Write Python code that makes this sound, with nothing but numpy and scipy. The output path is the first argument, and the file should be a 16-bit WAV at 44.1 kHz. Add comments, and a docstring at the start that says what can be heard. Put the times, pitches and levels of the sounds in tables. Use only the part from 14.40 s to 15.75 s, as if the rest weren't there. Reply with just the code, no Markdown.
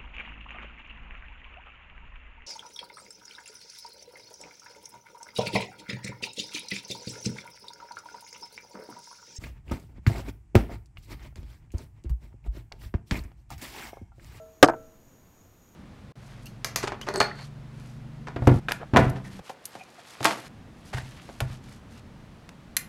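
"""A frame of plastic pipe is knocked down once on a wooden work stand, outdoors: one loud hollow blow.
The pipe and boards ring as fading sine waves with bursts of noise, and the blow overloads the input.
Fittings chatter as short bright noise ticks while the pipe bounces to rest on the boards.
Something loose, probably metal, rings on faintly as slow-fading sines. Behind it lie a weak noise echo,
quiet yard air made of coloured noise, and a thin electronic whine made of narrow hiss and a high tone."""
import sys
import numpy as np
from scipy import signal
from scipy.fft import rfft, irfft
from scipy.io import wavfile

SR = 44100
rng = np.random.default_rng(int(sys.argv[2]) if len(sys.argv) > 2 else 0)


def to_wav(s):
    """Save 16-bit WAV."""
    ch = np.atleast_2d(s).T  # columns
    pcm = np.round(np.clip(ch, -1, 1) * 32767)  # PCM
    wavfile.write(sys.argv[1], SR, pcm.astype(np.int16))


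N = 59535


def amp(db):
    """Turns decibels into a plain multiplier."""
    return 10 ** (np.asarray(db) / 20)


def unit(x):
    """Scales a sound to an average (rms) strength of 1."""
    return x / np.sqrt(np.mean(x ** 2) + 1e-20)


def read(points, hz):
    """Reads a table between its points, along a logarithmic frequency axis."""
    point_hz, value = np.transpose(points)
    return np.interp(np.log(hz + 1), np.log(point_hz + 1), value)


def add(mix, start_s, sound):
    """Mixes a sound in at a time in seconds, which may lie before the start of the scene."""
    at = round(start_s * SR)
    sound = sound[max(-at, 0):]
    part = mix[max(at, 0):][:len(sound)]
    part += sound[:len(part)]


def axes():
    """Gives the times (s) and frequencies (Hz) of the whole scene."""
    return np.arange(N) / SR, np.fft.rfftfreq(N, 1 / SR)


def noise(gain):
    """Makes noise of rms 1, coloured by a gain for each frequency."""
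    white = rng.standard_normal(N)
    return unit(irfft(rfft(white) * gain, N))


def die_away(x, t60s):
    """Splits a sound into overlapping bands and fades each by 60 dB in its own time (t60)."""
    t, hz = axes()
    spectrum = rfft(x)
    centres = [centre for centre, _ in t60s]
    total = np.zeros(N)
    # Each band weighs 1 at its own centre and slopes to 0 at its neighbours.
    for weights, (_, t60) in zip(np.eye(len(t60s)), t60s):
        band_gain = read(list(zip(centres, weights)), hz)
        total += irfft(spectrum * band_gain, N) * amp(-60 * t / t60)
    return total


def ring(modes):
    """A struck object vibrates at several frequencies (modes): each is a sine that dies away."""
    t, _ = axes()
    total = np.zeros(N)
    for hz, db, t60 in modes:
        fade = np.exp(-np.log(1000) * t / t60)  # down 60 dB after t60
        total += amp(db) * fade * np.sin(2 * np.pi * hz * t)
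    return total


def knocks():
    """The blow rings the hollow pipe; the lighter bounces ring the boards, which radiate little bass."""
    # Hollow pipe. Each row: frequency in Hz, relative level in dB, t60 in s.
    pipe_modes = [(139.4, -39.5, .22), (299.8, -2.5, .043), (422.6, -6, .036), (545.3, 8, .026),
                  (592.6, -4, .053), (723, -3, .038), (957, -29, .1), (1158, -17, 0.062),
                  (1240.2, -7.5, .035), (1371, -6, .036), (1508, -17, .046), (1590, 17, .006),
                  (2080, -8.5, .026), (3076, -10.5, .025)]
    # Boards of the stand. Each row: frequency in Hz, relative level in dB, t60 in s.
    board_modes = [(342, -7, .056), (455, -9.5, .18), (674, -11.5, .087), (731, -2, .035),
                   (808, -7.5, 0.031), (904, 0.24, .025), (1057, -13, .038), (1250, -8.5, .046),
                   (1368, -12.5, .045), (1500, -12.5, .046), (2380, -29, .052)]
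    # The blow, in quick successive contacts. Each row: start in s, pipe level in dB, clatter level in dB.
    blows = [(.2278, 13.5, -22), (.23038, 0.5, -20), (0.2454, -17.5, -26.5)]
    # Bounces on the boards. Each row: start in s, boards level in dB, brightness in dB per octave,
    # clatter level in dB.
    bounces = [(.26252, -18, -6, -34), (.28596, -11, 0.4, -29.5), (.2981, -18, -2.5, -25),
               (.32187, -31, -3, -49.5), (0.3359, -27.5, 0.5, -38), (.366, -52, -11, -65)]
    contact_s = .0005  # how gently each contact sets in
    boards_low_hz, boards_mid_hz = 220, 685  # bass cut; pivot of the brightness tilt

    t, _ = axes()
    out = np.zeros(N)
    contact = 1 - np.exp(-t / contact_s)
    pipe = ring(pipe_modes)
    for start_s, pipe_db, clatter_db in blows:
        blow = amp(pipe_db) * pipe + amp(clatter_db) * clatter()
        add(out, start_s, contact * blow)

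    low_cut = signal.butter(4, boards_low_hz, "highpass", fs=SR, output="sos")
    for start_s, boards_db, bright_db, clatter_db in bounces:
        tilted_modes = [(hz, mode_db + bright_db * np.log2(hz / boards_mid_hz), t60)
                        for hz, mode_db, t60 in board_modes]
        boards = signal.sosfilt(low_cut, contact * ring(tilted_modes))
        add(out, start_s, amp(boards_db) * boards + amp(clatter_db) * contact * clatter())
    return out


def clatter():
    """Pipe and wood together have dense short modes, heard as a noise burst, new at every contact."""
    # Colour of the burst. Each row: frequency in Hz, relative level in dB per Hz.
    colour = [(40, -30), (200, -12), (400, 0.5), (900, 0), (1100, -3.5), (1550, 3), (1950, -13.5),
              (3000, -20.5), (6000, -41), (15000, -57)]
    # How fast it fades. Each row: frequency in Hz, t60 in s.
    fade_times = [(100, 0.043), (500, 0.063), (1500, 0.069), (4000, 0.016), (12000, .02)]
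    _, hz = axes()
    return die_away(noise(amp(read(colour, hz))), fade_times)


def chatter():
    """Fittings chatter in their sockets: brief bright clacks of plastic on plastic, made from noise."""
    # Clacks. Each row: start in s, level in dB.
    ticks = [(.2315, -6), (.2367, -18.5), (.2415, -15), (.2452, -12), (.248, -24), (.2505, -28),
             (.2555, -31), (.2592, -28.5), (.265, -43.5), (.2772, -27.5), (0.2857, -30.5), (.2945, -35.5),
             (.2985, -40), (.302, -40)]
    # Colour of a clack. Each row: frequency in Hz, relative level in dB per Hz.
    tick_colour = [(1500, -20), (2400, -6), (3600, -9), (4500, -1.5), (5100, 3.5), (5750, -12.5),
                   (6400, -4.5), (7400, -15), (8200, -3.5), (9150, -27), (10200, -10), (12500, -27),
                   (16000, -33)]
    rise_s, t60_s = 0.00046, .009

    t, hz = axes()
    out = np.zeros(N)
    shape = np.minimum(t / rise_s, 1) * np.exp(-np.log(1000) * t / t60_s)
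    gain = amp(read(tick_colour, hz))
    for start_s, db in ticks:
        add(out, start_s, amp(db) * shape * noise(gain))
    return out


def metal():
    """Loose metal gives a faint clear ring, still fading at first and then set off anew by the blow."""
    # Modes. Each row: frequency in Hz, relative level in dB, t60 in s.
    metal_modes = [(453, -11, .8), (642, 0, .58), (1335, -1, .44)]
    # Rings. Each row: start in s, level in dB, extra level of the top mode in dB.
    rings = [(-.06, -35.5, -13), (.229, -31, -2.5)]
    out = np.zeros(N)
    for start_s, db, overtone_db in rings:
        lower_modes = ring(metal_modes[:-1])
        top_mode = amp(overtone_db) * ring(metal_modes[-1:])
        add(out, start_s, amp(db) * (lower_modes + top_mode))
    return out


def yard(x):
    """Deck and trees scatter the knocks back weakly and dully, as a fading tail of noise."""
    # Colour of the echo. 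Each row: frequency in Hz, gain in dB.
    echo_colour = [(50, -42), (150, -36), (300, -42), (700, -48), (1300, -54), (3000, -58), (10000, -62)]
    # How fast it fades. Each row: frequency in Hz, t60 in s.
    echo_fade = [(60, .6), (400, 0.39), (1500, .42), (4000, .2), (12000, .12)]
    t, hz = axes()
    tail = die_away(rng.standard_normal(N), echo_fade)
    tail *= np.minimum(t / .015, 1)  # builds up over 15 ms
    tail /= np.linalg.norm(tail)
    tail = irfft(rfft(tail) * amp(read(echo_colour, hz)), N)
    return signal.fftconvolve(x, tail[:N // 2])[:N]


def background():
    """Still outdoor air is steady coloured noise; the deck's shudder is low noise that swells and fades."""
    # Colour of the air. Each row: frequency in Hz, relative level in dB per Hz.
    air_colour = [(15, 0), (40, -0.5), (90, 1), (150, -3), (245, -3), (380, -9.5), (620, -11.5),
                  (900, -14.5), (2000, -22), (4500, -28.5), (9000, -30), (15700, -27.5)]
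    air_db = -57.5
    # The deck shudders after the blow: level, top of its range, time of its peak, spread in time.
    rumble_db, rumble_hz, rumble_s, rumble_length_s = -56, 32, .45, .22

    t, hz = axes()
    air = amp(air_db) * noise(amp(read(air_colour, hz)))
    shudder = noise(1 / (1 + (hz / rumble_hz) ** 4))
    shudder *= np.exp(-((t - rumble_s) / rumble_length_s) ** 2)
    return air + amp(rumble_db) * shudder


def whine():
    """The electronics add narrow bands of hiss and a thin high tone that keeps flipping its polarity."""
    # Hiss bands. Each row: centre in Hz, width in Hz, level in dB.
    hiss_bands = [(5850, 700, -78), (6720, 450, -70.5)]
    swell_db, swell_period_s, swell_top_s = 1.7, 0.27, 0.2  # the hiss swells slowly
    whistle_hz, whistle_db = 13364, -73
    flip_hz = 40.5  # there-and-back flips per second

    t, hz = axes()
    hiss = np.zeros(N)
    for centre, width, db in hiss_bands:
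        hiss += amp(db) * noise(1 / (1 + (2 * (hz - centre) / width) ** 2))
    swell = amp(swell_db * np.cos(2 * np.pi * (t - swell_top_s) / swell_period_s))
    flips = np.tanh(10 * np.sin(2 * np.pi * flip_hz * t))  # nearly a square wave
    whistle = unit(flips * np.sin(2 * np.pi * whistle_hz * t))
    return swell * hiss + amp(whistle_db) * whistle


def scene():
    """Adds up everything that reaches the microphone."""
    hits = knocks() + chatter()
    return (hits + yard(hits) + metal() + background())[None]


def record(dry):
    """The input clips hard, softens the lowest and highest tones and adds its whine; then a treble limit."""
    clip_level = .69  # full scale is 1
    low_cut_hz, soft_top_hz = 6.3, 12100
    edge_hz = 15850  # sharp upper limit

    clipped = np.clip(dry, -clip_level, clip_level)
    b, a = signal.butter(1, [low_cut_hz, soft_top_hz], "bandpass", fs=SR)
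    with_whine = signal.lfilter(b, a, clipped) + whine()
    band_limit = signal.firwin(511, edge_hz, window=("kaiser", 9), fs=SR)
    return signal.oaconvolve(with_whine, band_limit[None], "same")


dry = scene()
out = record(dry)
to_wav(out)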